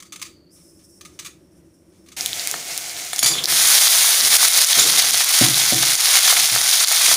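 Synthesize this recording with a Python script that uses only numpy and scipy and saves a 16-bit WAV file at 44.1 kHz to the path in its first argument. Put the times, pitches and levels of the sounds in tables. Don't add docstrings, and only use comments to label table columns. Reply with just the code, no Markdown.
import sys
import numpy as np
from scipy import signal
from scipy.fft import rfft, irfft
from scipy.io import wavfile
from scipy.ndimage import uniform_filter1d, minimum_filter1d

SR = 44100
rng = np.random.default_rng(int(sys.argv[2]) if len(sys.argv) > 2 else 0)


def put_to_file(sound):
    columns = np.atleast_2d(sound).T
    safe = np.clip(columns, -1, 1)
    whole_steps = np.round(safe * 32767)
    wavfile.write(sys.argv[1], SR, whole_steps.astype(np.int16))


N = 315756
TIME = np.arange(N) / SR
PAN_FROM_S, SLICES_IN_S = 2.166, 3.465

# f/Hz, level/dB
ROOM_SPECTRUM = [(25, -18), (50, -17), (72, 0), (130, -7.5), (178, 1.5), (235, -8.5), (335, 5),
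                 (430, -13.5), (560, -10), (750, -22.5), (1500, -26.5), (3500, -33), (14000, -40)]
# t/s, level/dB, f/Hz
HISS_CURVE = [(0.3, -58, 4630), (0.49, -61.5, 4480), (0.54, -55, 5640), (0.7, -60.5, 5230),
              (0.9, -56.5, 5520), (1.35, -72, 5470), (1.7, -68.5, 5630), (2.1, -68, 5400)]
# f/Hz, level/dB
HISS_SPECTRUM = [(3800, -33), (5200, 6), (7000, -0.5), (9200, 7.5), (11500, -2), (13500, -8), (15200, -5)]
# f/Hz, level/dB
SIMMER_SPECTRUM = [(180, -55), (300, -7), (500, -10), (708, -5.5), (1030, -14.5), (1420, -8.5),
                   (2930, -5.5), (6460, -2), (9760, -6), (13600, -13), (15500, -8.5)]

# t/s, level/dB, length/s
PAN_SHIFTS = [(2.17, -53, .6), (3.25, -42.5, 0.25), (3.46, -45, 0.23), (5.43, -40, 0.24), (5.73, -39, 0.16),
              (6.35, -45, .12), (6.52, -51, .09), (7.08, -45, .15)]
# f/Hz, level/dB
SHIFT_SPECTRUM = [(35, -10), (70, -15), (130, 0), (170, 1.5), (220, -14), (330, 0), (470, -10), (800, -21),
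                  (2000, -48)]
# t/s, level/dB, length/s
FOOD_SHOVES = [(2.52, -43.5, 0.11), (3.25, -38.5, 0.19), (4.22, -43, 0.2), (4.77, -33.5, 0.087),
               (4.85, -39.5, 0.17)]
# f/Hz, level/dB
SHOVE_SPECTRUM = [(70, -24), (150, 4.5), (220, 1), (300, 6), (470, 5), (720, -3.5), (1100, -2.5),
                  (2500, -29)]
# t/s, level/dB, length/s
WET_SLAPS = [(3.228, -27.5, 0.026), (3.26, -35.5, .2), (3.47, -31.5, 0.066)]
# t/s, level/dB, cutoff f/Hz
PAN_BUMPS = [(3.229, -26.5, 604), (4.770, -26, 710), (5.411, -8.5, 335), (5.431, -33, 160),
             (5.484, -17, 200), (5.722, -17.5, 497), (5.782, -38, 250), (6.517, -19, 90), (6.543, -28, 110)]
# f/Hz, level/dB, t60/s
STOVE_MODES = [(90, -20, 0.053), (116.7, -7.5, 0.23), (131.4, -12.5, 0.53), (150, -9.5, 0.077),
               (240, 3, 0.037), (291.8, -7.5, 0.37), (335, -11, 0.33), (578, 2, 0.051), (737, -2.5, 0.24)]

# t/s, level/dB
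SPOON_TAPS = [(2.54, -15), (3.131, -19), (3.227, -16), (4.772, -15), (4.901, -21), (4.996, -12),
              (5.041, -16), (5.143, -16), (5.206, -15), (5.831, -11), (6.326, -10), (6.56, -7),
              (6.614, -13), (6.913, -11), (7.082, -15), (7.126, -7)]
# f/Hz, level/dB, t60/s
PAN_MODES = [(494, -14.5, 0.013), (723, -7.5, 0.026), (915, -6, 0.011), (1143, -0.5, 0.0073),
             (1326, 0, 0.011), (1795, -6.5, 0.02), (2180, -13.5, 0.022), (3330, -6, 0.0077),
             (4350, -11, 0.022)]
# t/s, level/dB, length/s
STEEL_CLASHES = [(3.132, -12.5, 0.0011), (3.1825, -16, 0.0012), (3.191, -3, 0.0016), (3.228, -7, 0.0086),
                 (3.243, -11, 0.0083), (3.259, -6.5, 0.027), (3.275, -21.5, 0.031), (3.31, -32.5, 0.087),
                 (4.794, -6, 0.0085)]
# f/Hz, bandwidth/Hz, level/dB
STEEL_RESONANCES = [(2300, 33, -13), (2470, 25, -16), (3470, 55, -13), (4050, 33, -12), (4330, 110, -15),
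                    (4730, 30, 0), (5370, 25, -7), (5690, 24, -6), (6300, 130, -14), (6640, 24, -9),
                    (6820, 45, -5), (7260, 44, -4), (7940, 38, -13), (8530, 37, -7), (8930, 31, -9),
                    (9550, 61, -17), (9860, 43, -9), (10100, 54, -6), (10800, 110, -13), (11000, 28, -18),
                    (11200, 30, -17), (11800, 46, -12)]
# t/s, level/dB, length/s, f/Hz
SPOON_SQUEAKS = [(3.336, -27.5, 0.078, 3460), (3.381, -21, 0.018, 3350), (4.787, -14, 0.025, 3840),
                 (4.81, -31.5, .03, 3350)]

# t/s, level/dB, length/s
KNIFE_SNAPS = [(0.0014, -27, 0.0094), (0.024, -28, 0.0098), (0.1223, -22, 0.018), (0.159, -21.5, 0.0067),
               (0.2158, -16.5, 0.0068), (0.2247, -13.5, 0.0067), (1.01, -26, 0.0092), (1.0504, -27, 0.014),
               (1.19, -18, 0.014), (1.2473, -22.5, 0.016), (1.2605, -23, 0.015), (2.086, -34, 0.0064),
               (2.117, -31, 0.016)]
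# t/s, level/dB, length/s
KNIFE_CREEPS = [(0.05, -39, .025), (0.195, -31, 0.012), (0.25, -31, 0.029), (0.56, -49, 0.067),
                (0.79, -48, 0.046), (1.08, -49, 0.1), (1.22, -34, .02), (1.28, -48, .025),
                (1.92, -53, 0.084), (2.06, -43, .05)]
# f/Hz, level/dB
CRUNCH_SPECTRUM = [(410, -47), (720, -24), (1220, -3.5), (1480, -13.5), (1700, -8.5), (2370, -10.5),
                   (2950, -7.5), (3920, -4), (5400, -6.5), (6340, -3.5), (9500, -6), (13400, -20),
                   (15000, -10), (16000, -28)]
# f/Hz, bandwidth/Hz, level/dB
HAND_RESONANCES = [(1270, 200, 5), (2300, 280, 10.5), (3550, 150, 5), (4650, 150, 4), (6160, 200, 7),
                   (6700, 88, 4)]

# t/s, ring
# level/dB, f/Hz, snap level/dB
OIL_SPITS = [(2.2094, -8.5, 5340, -40), (2.2608, -6.5, 3570, -22.5), (2.3311, -10.5, 3440, -37),
             (2.3958, -12, 4400, -38), (2.4734, -15.5, 2230, -24), (2.5134, -27, 6600, -26),
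             (2.7775, -21, 5130, -26), (3.162, -15, 6200, -32), (3.1916, -16, 6200, -26),
             (3.4391, -13, 4750, -30), (3.4425, -6.5, 5130, -28), (3.457, 3, 4930, -19.5),
             (3.88, -2, 3900, -23), (4.21, 0.5, 4710, -30), (4.6468, 5.5, 6660, -23),
             (4.7315, 2, 3350, -35), (4.903, -4, 4470, -20), (4.998, -3.5, 4770, -32),
             (5.024, -3, 3980, -20), (5.109, -6, 6660, -21.5), (5.544, -0.5, 3900, -24),
             (5.745, -7, 6100, -25), (5.9544, 2.5, 6500, -23), (6.058, -2.5, 4800, -25),
             (6.6154, -3.5, 6540, -23.5), (6.713, -4, 5560, -29), (6.847, 6, 4250, -26)]
# f/Hz, level/dB
OIL_SPECTRUM = [(200, -31), (400, -15), (600, -9.5), (760, -6), (900, -10), (1400, -6), (2000, -4.5),
                (2800, -5), (3500, 1), (6500, 0.5), (7900, -5), (9200, -0.5), (11000, -2.5), (13600, -11.5),
                (15000, -3), (15800, -13)]
# f/Hz, bandwidth/Hz, level/dB
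BOWL_RESONANCES = [(712, 130, 3.5), (1020, 80, 1), (2170, 240, 3), (4730, 60, 1.5), (6590, 150, 1.5),
                   (7950, 600, -1), (9060, 200, 2)]
# t/s, level/dB
FRYING_VIGOUR = [(3.48, -18.5), (3.68, -11.7), (4.2, -16), (4.42, -10.5), (5.1, -18), (5.8, -19),
                 (6.25, -15.5), (6.55, -18.5), (7.16, -13.5)]
# t/s at the crest, added level/dB, length/s
STEAM_SPURTS = [(4.15, -0.5, 0.15), (4.37, 3, 0.1), (4.71, -2, 0.034), (4.8, 3.5, 0.066), (4.995, 8, 0.024),
                (5.22, 2.5, 0.083), (5.35, 7.5, 0.073), (5.44, 5, 0.054), (5.59, 4, 0.075),
                (5.69, 3.5, 0.073), (5.83, 1, 0.08), (5.92, 2, 0.069), (6.05, 2.5, 0.032),
                (6.18, 7.5, 0.083), (6.29, 4, 0.085), (6.41, 3, 0.073), (6.56, 5.5, 0.026),
                (6.74, 5, 0.045), (6.82, 1, 0.074), (6.93, -1.5, 0.041), (7.09, 2.5, 0.1)]


def from_db(db):
    return 10 ** (np.asarray(db) / 20)


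def rms_one(x):
    return x / np.sqrt(np.mean(x ** 2) + 1e-20)


def in_time(rows):
    s, *columns = np.transpose(rows)
    return [np.interp(TIME, s, c) for c in columns]


def fade_in(start, length):
    return np.clip((TIME - start) / length, 0, 1)


def drift(per_s):
    knots = rng.standard_normal(4096)
    return rms_one(np.interp(TIME * per_s, np.arange(len(knots)), knots))


def band(x, low_hz, high_hz):
    return signal.sosfilt(signal.butter(2, [low_hz, high_hz], "band", fs=SR, output="sos"), x + 1e-18)


def resonate(x, hz, width_hz):
    r = np.exp(-np.pi * width_hz / SR)
    feedback = [1, -2 * r * np.cos(2 * np.pi * hz / SR), r * r]
    return signal.lfilter(np.array([1, 0, -1]) * (1 - r * r) / 2, feedback, x + 1e-18)


def emphasise(x, peaks):
    for hz, width_hz, db in peaks:
        x = x + (from_db(db) - 1) * resonate(x, hz, width_hz)
    return x


def ring(force, modes):
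    out = 0
    for k, (hz, db, t60) in enumerate(modes):
        r, w = np.exp(-np.log(1000) / (t60 * SR)), 2 * np.pi * hz / SR
        mode = signal.lfilter([0, np.sin(w)], [1, -2 * r * np.cos(w), r * r], force + 1e-18)
        out = out + (-1) ** k * from_db(db) * mode
    return out


def colour(x, spectrum, size=8192):
    hz, db = np.transpose(spectrum)
    bins_hz = np.linspace(1, SR / 2, size // 2 + 1)
    gain = rms_one(from_db(np.interp(np.log(bins_hz), np.log(hz), db)))
    cepstrum = irfft(np.log(gain))[:size // 2]
    cepstrum[1:] *= 2
    return signal.oaconvolve(x, irfft(np.exp(rfft(cepstrum, size))))[:N]


def grains(per_s, spread_db):
    sizes = from_db(spread_db * np.minimum(rng.exponential(1, N), 7.03)) * rng.choice([-1, 1], N)
    return rms_one(sizes * (rng.random(N) < per_s / SR))


def bursts(rows, rise_s=0.00042):
    out = np.zeros(N)
    for s, db, length in rows:
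        age = np.maximum(TIME - s, 0)
        out += from_db(db) * np.minimum(age / rise_s, 1) / (1 + (age / length) ** 4)
    return out


def swells(rows):
    return sum(db * np.exp(-np.square(2 * (TIME - s) / length)) for s, db, length in rows)


def blow(s, db, size=2048):
    start = int(np.clip(s * SR, 0, N - size))
    return from_db(db) * signal.unit_impulse(size), slice(start, start + size)


def room(x, t60, wet_db):
    age = TIME[:SR]
    tail = rng.standard_normal(SR) * np.exp(-np.log(1000) * age / t60) * (age > .004)
    return x + from_db(wet_db) * signal.oaconvolve(x, tail / np.linalg.norm(tail))[:N]


def room_tone():
    return from_db(-52.5) * colour(rng.standard_normal(N), ROOM_SPECTRUM) * from_db(drift(per_s=10.64))


def rumble():
    return rms_one(band(rng.standard_normal(N), 56, 286)) * from_db(-55 + 5.5 * drift(per_s=8))


def thin_hiss():
    db, hz = in_time(HISS_CURVE)
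    carrier = np.cos(2 * np.pi * np.cumsum(hz) / SR)
    whistle = rms_one(band(rng.standard_normal(N), 23, 140) * carrier)
    air = colour(rng.standard_normal(N), HISS_SPECTRUM) * fade_in(0.5, .03)
    return from_db(db + 1.9 * drift(per_s=40)) * (from_db(-4.5) * whistle + from_db(1.8) * air)


def crackle(per_s, spread_db, pitches=10):
    clicks = grains(per_s, spread_db)
    kind = rng.integers(0, pitches + pitches // 2, N)
    bubble_hz = np.geomspace(1100, 14000, pitches)
    rings = sum(resonate(clicks * (kind == k), hz, .5 * hz) for k, hz in enumerate(bubble_hz))
    snaps = clicks * (kind >= pitches)
    return rms_one(rms_one(rings) + from_db(-5) * rms_one(snaps))


def simmer(fade_db_per_s=2):
    db = -32 - fade_db_per_s * (TIME - PAN_FROM_S) + 1.5 * drift(per_s=25.43)
    pops = crackle(per_s=9000, spread_db=2.5) + from_db(-2) * rng.standard_normal(N)
    uncovered = 1 - fade_in(SLICES_IN_S, 0.067)
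    return colour(pops * from_db(db) * uncovered, SIMMER_SPECTRUM)


def tumble():
    scrapes = colour(grains(per_s=3000, spread_db=3) * bursts(PAN_SHIFTS), SHIFT_SPECTRUM)
    flops = colour(grains(per_s=2500, spread_db=1.5) * bursts(FOOD_SHOVES), SHOVE_SPECTRUM)
    slaps = rms_one(band(grains(per_s=1500, spread_db=3.5), 640, 2830)) * bursts(WET_SLAPS)
    return scrapes + flops + slaps


def bumps():
    force = np.zeros(N)
    for s, db, cutoff_hz in PAN_BUMPS:
        click, when = blow(s, db)
        force[when] += signal.sosfilt(signal.butter(2, cutoff_hz, fs=SR, output="sos"), click)
    return ring(force, STOVE_MODES)


def spoon():
    taps = np.zeros(N)
    for s, db in SPOON_TAPS:
        click, when = blow(s, db)
        taps[when] += click
    knocks = from_db(0.5) * ring(taps, PAN_MODES)
    chatter = grains(per_s=4500, spread_db=2.5) * bursts(STEEL_CLASHES)
    contact = from_db(-3) * colour(chatter, OIL_SPECTRUM)
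    steel = sum((-1) ** k * from_db(db) * resonate(chatter, hz, width_hz)
                for k, (hz, width_hz, db) in enumerate(STEEL_RESONANCES))
    squeaks = sum(bursts([(s, db, length)]) * rms_one(resonate(rng.standard_normal(N), hz, 220))
                  for s, db, length, hz in SPOON_SQUEAKS)
    return knocks + from_db(19.5) * steel + contact + squeaks


def knife():
    cells = grains(per_s=6900, spread_db=1) * (bursts(KNIFE_SNAPS) + bursts(KNIFE_CREEPS))
    return from_db(-14.5) * emphasise(colour(cells, CRUNCH_SPECTRUM), HAND_RESONANCES)


def spits():
    rings, snaps = np.zeros(N), np.zeros(N)
    for s, ring_db, hz, snap_db in OIL_SPITS:
        click, when = blow(s, 0)
        pop = resonate(resonate(click, hz, 0.6 * hz), hz, 0.6 * hz)
        rings[when] += from_db(ring_db) * pop / np.abs(pop).max()
        snaps[when] += from_db(snap_db) * click
    bright = band(snaps, 5400, 16400)
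    return colour(from_db(1) * rings + from_db(32.5) * bright, OIL_SPECTRUM)


def sizzle():
    vigour_db = in_time(FRYING_VIGOUR)[0] + swells(STEAM_SPURTS)
    wetness = 1 - fade_in(start=4.14, length=1)
    flutter_db = (1.25 * (1 - wetness) + 0.5 * wetness) * drift(per_s=140)
    pops = crackle(per_s=10000, spread_db=2.9) * from_db(-2.5 * wetness)
    fizz = from_db(-9 + 3.5 * wetness) * rng.standard_normal(N)
    spray = from_db(-1.5) * wetness * band(rng.standard_normal(N), 6900, 17000)
    steam = (pops + fizz + spray) * from_db(vigour_db + flutter_db - 0.7)
    big_bubbles = band(grains(per_s=1800, spread_db=9.5), 880, 1550) * from_db(-3 + 1.48 * vigour_db)
    return colour((steam + big_bubbles) * fade_in(SLICES_IN_S, 0.021), OIL_SPECTRUM)


def scene():
    quiet = room_tone()
    slicing = room(knife(), t60=0.26, wet_db=-7.5) + thin_hiss() + quiet
    bare_pan = emphasise(simmer(), BOWL_RESONANCES[:3])
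    oil = emphasise(bare_pan + sizzle() + spits(), BOWL_RESONANCES)
    pan = room(oil + spoon(), t60=.3, wet_db=-10)
    stove = room(bumps(), t60=.3, wet_db=-9)
    frying = pan + stove + tumble() + rumble()
    at_pan = fade_in(PAN_FROM_S - .002, .004)
    return ((1 - at_pan) * slicing + at_pan * frying)[None]


def record(dry, release_db_per_s=158, cutoff_hz=15550):
    over_db = 20 * np.log10(np.maximum(np.abs(dry), 1))
    recovery_db = release_db_per_s * TIME
    held_db = np.maximum.accumulate(over_db + recovery_db, axis=-1) - recovery_db
    gain = uniform_filter1d(minimum_filter1d(from_db(-held_db), size=33), size=33)
    return signal.sosfilt(signal.ellip(12, .2, 70, cutoff_hz, fs=SR, output="sos"), dry * gain)


dry = scene()
out = record(dry)
put_to_file(out)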